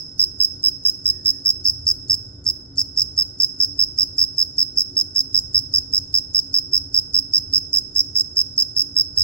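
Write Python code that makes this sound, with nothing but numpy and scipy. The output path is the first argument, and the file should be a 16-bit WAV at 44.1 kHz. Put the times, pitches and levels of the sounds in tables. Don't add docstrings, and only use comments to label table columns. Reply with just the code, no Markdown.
import sys
import numpy as np
from scipy import signal
from scipy.fft import rfft, irfft, next_fast_len
from scipy.io import wavfile
from scipy.ndimage import uniform_filter1d

SR = 44100
rng = np.random.default_rng(int(sys.argv[2]) if len(sys.argv) > 2 else 0)


def voltage_ratio(level):
    return 10 ** (np.asarray(level, float) / 20)


def unload_wav(signal):
    wavfile.write(
        sys.argv[1],
        SR,
        np.round(np.clip(np.atleast_2d(signal).T, -1, 1) * 32767).astype(np.int16),
    )


N = 407043

LEAD_IN = 8820
FRAME = 1024


def at_hz(points, hz):
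    table_hz, value = np.array(points)[:, :2].T
    return np.interp(np.log(hz + 1), np.log(table_hz), value)


def in_time(rows, t):
    s, *columns = np.transpose(rows)
    return [np.interp(t, s, column) for column in columns]


def rms_one(x):
    return x / np.sqrt(np.mean(x ** 2) + 1e-20)


def resonance(x, hz, width_hz):
    r = np.exp(-np.pi * width_hz / SR)
    feedback = [1, -2 * r * np.cos(2 * np.pi * hz / SR), r * r]
    return signal.lfilter([(1 - r * r) / 2, 0, (r * r - 1) / 2], feedback, x)


def stereo_noise(spectrum):
    # f/Hz, correlation
    likeness = [(60, 0.99), (180, 0.98), (550, 0.32), (1650, -0.83), (4970, -0.36), (15000, 0.03)]
    # f/Hz, level/dB
    balance = [(60, -0.3), (380, 3), (700, -0.5), (1300, -3.5), (2400, 3)]
    size = next_fast_len(N)
    hz = np.fft.rfftfreq(size, 1 / SR)
    mid, side = rfft(rng.standard_normal((2, size))) * voltage_ratio(at_hz(spectrum, hz))
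    alike = np.clip(at_hz(likeness, hz), 0, 1)
    pair = np.sqrt(1 + alike) * mid + np.sqrt(1 - alike) * side * [[1], [-1]]
    tilt = voltage_ratio(at_hz(balance, hz) / 2 * [[1], [-1]])
    return rms_one(irfft(pair * tilt, size)[:, :N])


def ventilation():
    # t/s, level/dB
    gusts = [(0.0, -48), (0.28, -44.5), (1.0, -49), (1.16, -43.5), (1.44, -48), (1.82, -38), (2.88, -45.5),
             (3.01, -41.5), (3.65, -52), (3.67, -43), (5.14, -49.5), (5.4, -40.5), (6.71, -47.5),
             (6.81, -40), (7.22, -47), (7.48, -43.5), (8.87, -49.5), (9.23, -39)]
    # f/Hz, density/dB per Hz
    lows = [(12, -48), (20, -10), (32, -14.5), (81, 1.5), (103, 3.5), (160, -18.5), (210, -59), (350, -120)]
    # f/Hz, density/dB per Hz
    air = [(76, -22), (130, 0.5), (194, -8), (282, -8.5), (325, -9), (638, -20), (1100, -29.5), (1490, -27),
           (2160, -44.5), (3320, -44), (4000, -59), (5200, -60.5), (8800, -120)]
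    # f/Hz, width/Hz, level/dB
    hums = [(90.06, 6.8, -55), (214.5, 7.2, -64), (271, 8.3, -54.5), (288.1, 7.8, -56.5), (359.5, 5.9, -61),
            (473, 12.5, -72), (624, 5.2, -82), (1480, 6.6, -76), (1960, 34, -86.5), (3590, 8.9, -83)]
    t = np.arange(N) / SR
    rumble = voltage_ratio(in_time(gusts, t)[0]) * stereo_noise(lows)
    out = rumble + voltage_ratio(-49.5) * stereo_noise(air)
    for hz, width_hz, level_db in hums:
        wobble = rms_one(resonance(resonance(rng.standard_normal(N), hz, width_hz), hz, width_hz))
        steady = 2.5 * np.sin(2 * np.pi * hz * t) * (hz > 1000) * (width_hz < 30)
        out = out + voltage_ratio(level_db) * rms_one(wobble + steady)
    return out


def squeak():
    # t/s, f/Hz, level/dB
    glide = [
        (1.08, 1860, -85),
        (1.13, 1846, -65),
        (1.27, 1740, -65),
        (1.3, 1893, -65),
        (1.38, 1790, -66),
        (1.45, 1800, -90),
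    ]
    hz, level_db = in_time(glide, np.arange(N) / SR)
    grain = 1 + .7 * rms_one(uniform_filter1d(rng.standard_normal((2, N)), size=250))
    tone = np.sin(2 * np.pi * np.cumsum(hz) / SR)
    return voltage_ratio(level_db) * grain * tone * (level_db > -89)


def room(x):
    # delay/ms, level/dB
    echoes = [(8.5, -14), (16, -33.5), (27, -27.5)]
    # f/Hz, t60/s, level/dB
    decay = [(1000, 0.5, 3.5), (5400, 0.95, -0.5), (7700, 0.99, -11), (10760, 0.22, 7.5), (16000, 0.3, 9.5)]
    # f/Hz, width/Hz, t60/s, level/dB
    door_frame = (10480, 290, 0.63, 4.3)
    # f/Hz, width/Hz, level/dB
    favoured = (6270, 680, 0.55)
    t = np.arange(SR) / SR
    edges = np.geomspace(700, 18000, num=10)
    hz, t60, level_db = np.transpose(decay)
    tail = 0
    for low, high in zip(edges, edges[1:]):
        band_pass = signal.butter(2, [low, high], "band", fs=SR, output="sos")
        band = signal.sosfilt(band_pass, rng.standard_normal((2, SR)))
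        centre = np.sqrt(low * high)
        fade_db = np.interp(centre, hz, level_db) - 60 * t / np.interp(centre, hz, t60)
        tail = tail + band * voltage_ratio(fade_db)
    frame_hz, frame_width_hz, frame_t60, frame_db = door_frame
    ringing = resonance(rng.standard_normal((2, SR)), frame_hz, frame_width_hz)
    tail = tail + ringing * voltage_ratio(frame_db - 60 * t / frame_t60)
    colour_hz, colour_width_hz, colour_db = favoured
    tail = tail + voltage_ratio(colour_db) * resonance(tail, colour_hz, colour_width_hz)
    build_up = np.clip(t / 0.0039, 0, 1)
    tail = voltage_ratio(-14.5) * rms_one(tail * build_up) / np.sqrt(SR)
    for ms, echo_db in echoes:
        delay = round(ms * SR / 1000)
        tail[[0, 1], [delay + 5, delay]] += voltage_ratio(echo_db)
    return signal.fftconvolve(x, tail, axes=1)[:, :x.shape[1]]


def scrape(length_ms, treble_db, t):
    # f/Hz, density/dB per Hz
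    scrape_colour = [(900, -21), (2200, -24), (3600, -19), (4600, 3.5), (5900, 5.5), (7400, 3), (8300, -4),
                     (9400, -15.5), (10600, -6.5), (13000, -13), (15600, -6), (17000, -28)]
    hz = np.fft.rfftfreq(FRAME, 1 / SR)
    patches = rms_one(uniform_filter1d(rng.standard_normal((len(length_ms), len(hz))), size=30))
    colour = voltage_ratio(at_hz(scrape_colour, hz) + 2.5 * patches + treble_db * (hz > 9500))
    noise = rfft(rng.standard_normal((3, len(length_ms), FRAME)))
    shared, left, right = rms_one(irfft(noise * colour, FRAME))
    rise = np.clip((t + .0025) / .0035, 0, 1) ** 1.3
    rub = rise * np.exp(-np.maximum(t - 1e-3 * length_ms, 0) / .0028)
    mics_differ = .6
    return rub * (shared + mics_differ * left), rub * (shared + mics_differ * right)


def wing_tone(length_ms, rough, t):
    # multiple of the wing pitch, level/dB
    overtones = [(2, -40), (3, -32.5)]
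    wing_hz, wing_width_hz = 5232, 480
    spread_hz, glide_hz, regrip_drop_hz = 25, 267, 137
    chance = rng.standard_normal((len(rough), 5))
    closing = np.clip((t + 0.0011) / (0.00093 * length_ms + 0.00016), 0, 1)
    push = np.sin(np.pi * closing ** (1 - 0.047 * rough)) ** 0.28
    tooth_hz = wing_hz + spread_hz * chance[:, :1] + glide_hz * (.12 - closing ** 3.1)
    waver = 0.69 * rough * signal.lfilter([.03], [1, -.97], rng.standard_normal(closing.shape))
    phase = 2 * np.pi * np.cumsum(tooth_hz, axis=1) / SR + waver + 9 * chance[:, 3:4]
    late = np.clip((t - 1e-3 * length_ms * (1.04 + 0.072 * chance[:, 2:3])) / 0.0029, 0, 1)
    regrip = rough * voltage_ratio(-10 + 3.0 * chance[:, 4:]) * np.sin(np.pi * late ** .7) ** 2
    regrip_phase = 2 * np.pi * (wing_hz - regrip_drop_hz) * t + waver + 9 * chance[:, 1:2]
    drive = push * np.sin(phase) + regrip * np.sin(regrip_phase)
    tone = resonance(resonance(drive, wing_hz, wing_width_hz), wing_hz, 1650)
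    tone = tone / np.abs(tone).max(axis=1, keepdims=True)
    for multiple, level_db in overtones:
        level = voltage_ratio(level_db + 2.8 * rng.standard_normal(rough.shape))
        tone = tone + level * push ** 3.2 * np.sin(multiple * phase)
    return tone


def chirp(start, span_ms, level_db, swell_db, false_db):
    # time ahead/s, peak/dB, length/ms
    setting = (0.014, -41.5, 2.7)
    # time ahead/ms, length when faint/ms, length when it catches/ms
    false_start = (7.6, 1.7, 3.1)
    stroke_ms = 11
    slowing, timing_ms = .06, .35
    swell_strokes = 2.8
    opening_ms, later_ms, length_spread = 6.07, 3.9, 0.23
    short_is_loud_db, peak_spread_db = 0.61, 1.62
    loudest_db = -2.8
    chance = rng.standard_normal((3, 6))
    k = np.arange(round(span_ms / stroke_ms) + 1)
    short, loud, late = (chance[:, k] - chance[:, k[1:]].mean(axis=1, keepdims=True)) * (k > 0)
    swell = 1 - np.exp(-k / swell_strokes)
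    place = k * (1 + slowing * k / 2)
    s = start + 1e-3 * (span_ms * place / place[-1] + timing_ms * late * (k < k[-1]))
    peak_db = level_db + swell_db * swell / swell[1:].mean()
    peak_db = peak_db + short_is_loud_db * short + peak_spread_db * loud
    peak_db = np.minimum(peak_db, loudest_db)
    length_ms = np.where(k > 0, later_ms * np.exp(-length_spread * short), opening_ms)
    strokes = np.transpose([s, peak_db, length_ms, np.where(k > 0, 1, .15)])
    ahead, tick_db, tick_ms = setting
    tick = (start - ahead, tick_db, tick_ms, 1)
    ahead_ms, faint_ms, caught_ms = false_start
    false_length_ms, false_rough = (caught_ms, .15) if false_db > -15 else (faint_ms, 1)
    failed = (start - ahead_ms / 1000, false_db, false_length_ms, false_rough)
    return np.vstack([tick, failed, strokes])


def cricket():
    # t/s, left lead/us, left minus right/dB, scrape treble above 9.5 kHz/dB
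    bearing = [(.2, 71, -4.4, 3.5), (.75, 85, -4.4, 4.5), (1.26, 66, -3.6, 4), (2.1, 33, -3.5, 5),
               (2.7, 40, -3.5, 1), (3.7, 55, -3.7, 1.5), (4.4, 49, -3.6, 1.5), (6.1, 60, -3.8, .3),
               (6.9, 56, -4, .5), (8, 60, -4.2, 1.5), (9.2, 60, -4, 2)]
    # t/s, peak/dB
    rubs = [(2.442, -43), (2.451, -46), (2.758, -40), (3.970, -49), (7.724, -56), (8.150, -42),
            (8.761, -36)]
    # start t/s, first to last stroke/ms, opening stroke peak/dB,
    # later strokes louder by/dB, false start peak/dB
    early_chirps = [(-.075, 44, -5.5, 1, -32), (.1944, 43.5, -6.5, 1.8, -27.5), (.4024, 44, -6.9, 2, -28),
                    (.6389, 44, -7.5, 2.3, -22), (.8517, 43.7, -7, 1.5, -54), (1.057, 43.2, -7.5, 1.2, -28),
                    (1.2583, 44.5, -7, 1.5, -19), (1.4589, 43.9, -6, 1, -20), (1.653, 43.8, -7.5, 2.5, -22),
                    (1.8681, 44.7, -7, 1.5, -41), (2.0977, 43.8, -7.5, 1.5, -42),
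                    (2.4656, 34.2, -8, .9, -25.5), (2.7818, 33.4, -7.5, 0, -20.5),
                    (2.9746, 43.4, -7.5, 1, -25), (3.1777, 43.9, -8.5, 2.1, -24),
                    (3.4009, 43.1, -6.5, 1, -47), (3.6021, 43.8, -7, 1.5, -31),
                    (3.7921, 43.7, -6.5, 1.3, -24), (3.9861, 44.1, -7, 0.9, -19),
                    (4.1822, 56.6, -7.9, 2.5, -35), (4.3814, 43.8, -8.1, 2, -27),
                    (4.5823, 44.3, -7.7, 2, -28), (4.7732, 44.8, -7.5, 1, -26)]
    late_chirps = [(4.9685, 43.2, -7.5, 0.3, -34), (5.1602, 44, -7.5, 1.3, -21), (5.344, 44, -7, 1.7, -41),
                   (5.5457, 44.1, -7.5, 2.6, -28), (5.7386, 44.2, -7, 1.5, -39), (5.9354, 43.1, -8, 1, -21),
                   (6.1412, 44, -6.5, 0.8, -29), (6.3468, 44.2, -7.5, 2, -35), (6.5417, 43.9, -7, 1, -23),
                   (6.7327, 44.5, -6.5, 1, -24), (6.9434, 44.2, -7.5, 2, -28.5),
                   (7.1435, 44.2, -7.5, 2.5, -21), (7.3359, 43.4, -6.5, 1.5, -27),
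                   (7.5353, 43.9, -7, 1.9, -21), (7.7391, 44.7, -7.5, 1, -9.8),
                   (7.9607, 44.2, -7.5, 1.8, -18), (8.1631, 45.1, -7, 0.5, -9.5),
                   (8.3696, 44.5, -7, 1.5, -23), (8.579, 44, -6.5, 0.4, -48), (8.7734, 43.8, -8, 1.1, -8.9),
                   (8.9652, 44, -6.5, 2, -25), (9.1742, 43.8, -6.5, 0.5, -35)]
    dry_rubs = [(s, level_db, 2.2, 1) for s, level_db in rubs]
    chirps = [chirp(*row) for row in list(early_chirps) + list(late_chirps)]
    rows = np.vstack(chirps + [dry_rubs])
    start, peak_db, length_ms, rough = rows.T[:, :, None]
    strong = peak_db > -15
    strong_scrape_db = -26.5 - 4 + np.where(rough < 1, -7, 0)
    faint_scrape_db = peak_db + np.where(peak_db < -34, -1.5, -15)
    scrape_db = np.where(strong, strong_scrape_db, faint_scrape_db)
    onset = 100
    t = (np.arange(FRAME) - onset) / SR
    lead_us, pan_db, treble_db = in_time(bearing, start)
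    tone = voltage_ratio(peak_db - 0.79) * wing_tone(length_ms, rough, t)
    rub_left, rub_right = voltage_ratio(scrape_db) * scrape(length_ms, treble_db + np.where(strong, 0, -12), t)
    left = tone * voltage_ratio(pan_db / 2 + 0.4) + rub_left * voltage_ratio(.3 * pan_db)
    right = tone * voltage_ratio(-pan_db / 2) + rub_right
    turn = np.exp(2j * np.pi * np.fft.rfftfreq(FRAME, 1 / SR) * lead_us / 1e6)
    out = np.zeros((2, LEAD_IN + N + FRAME))
    at = np.round(start * SR).astype(int) + LEAD_IN - onset + np.arange(FRAME)
    np.add.at(out[0], at, irfft(rfft(left) * turn, FRAME))
    np.add.at(out[1], at, right)
    return out


def scene():
    song = cricket()
    song_in_room = (song + room(song))[:, LEAD_IN:LEAD_IN + N]
    return song_in_room + ventilation() + squeak()


def band_limit(x):
    return signal.sosfilt(signal.butter(12, 17130, fs=SR, output="sos"), x)


def record(dry):
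    size = np.abs(dry)
    rounded = np.sign(dry) * (.7 + .22 * np.tanh((size - .7) / .22))
    mix = np.where(size > .7, rounded, dry)
    mix = signal.sosfilt(signal.ellip(8, .5, 26, 15900, fs=SR, output="sos"), mix)
    mix = signal.sosfilt(signal.cheby2(10, 40, 17200, fs=SR, output="sos"), mix)
    return band_limit(mix)


dry = scene()
out = record(dry)
unload_wav(out)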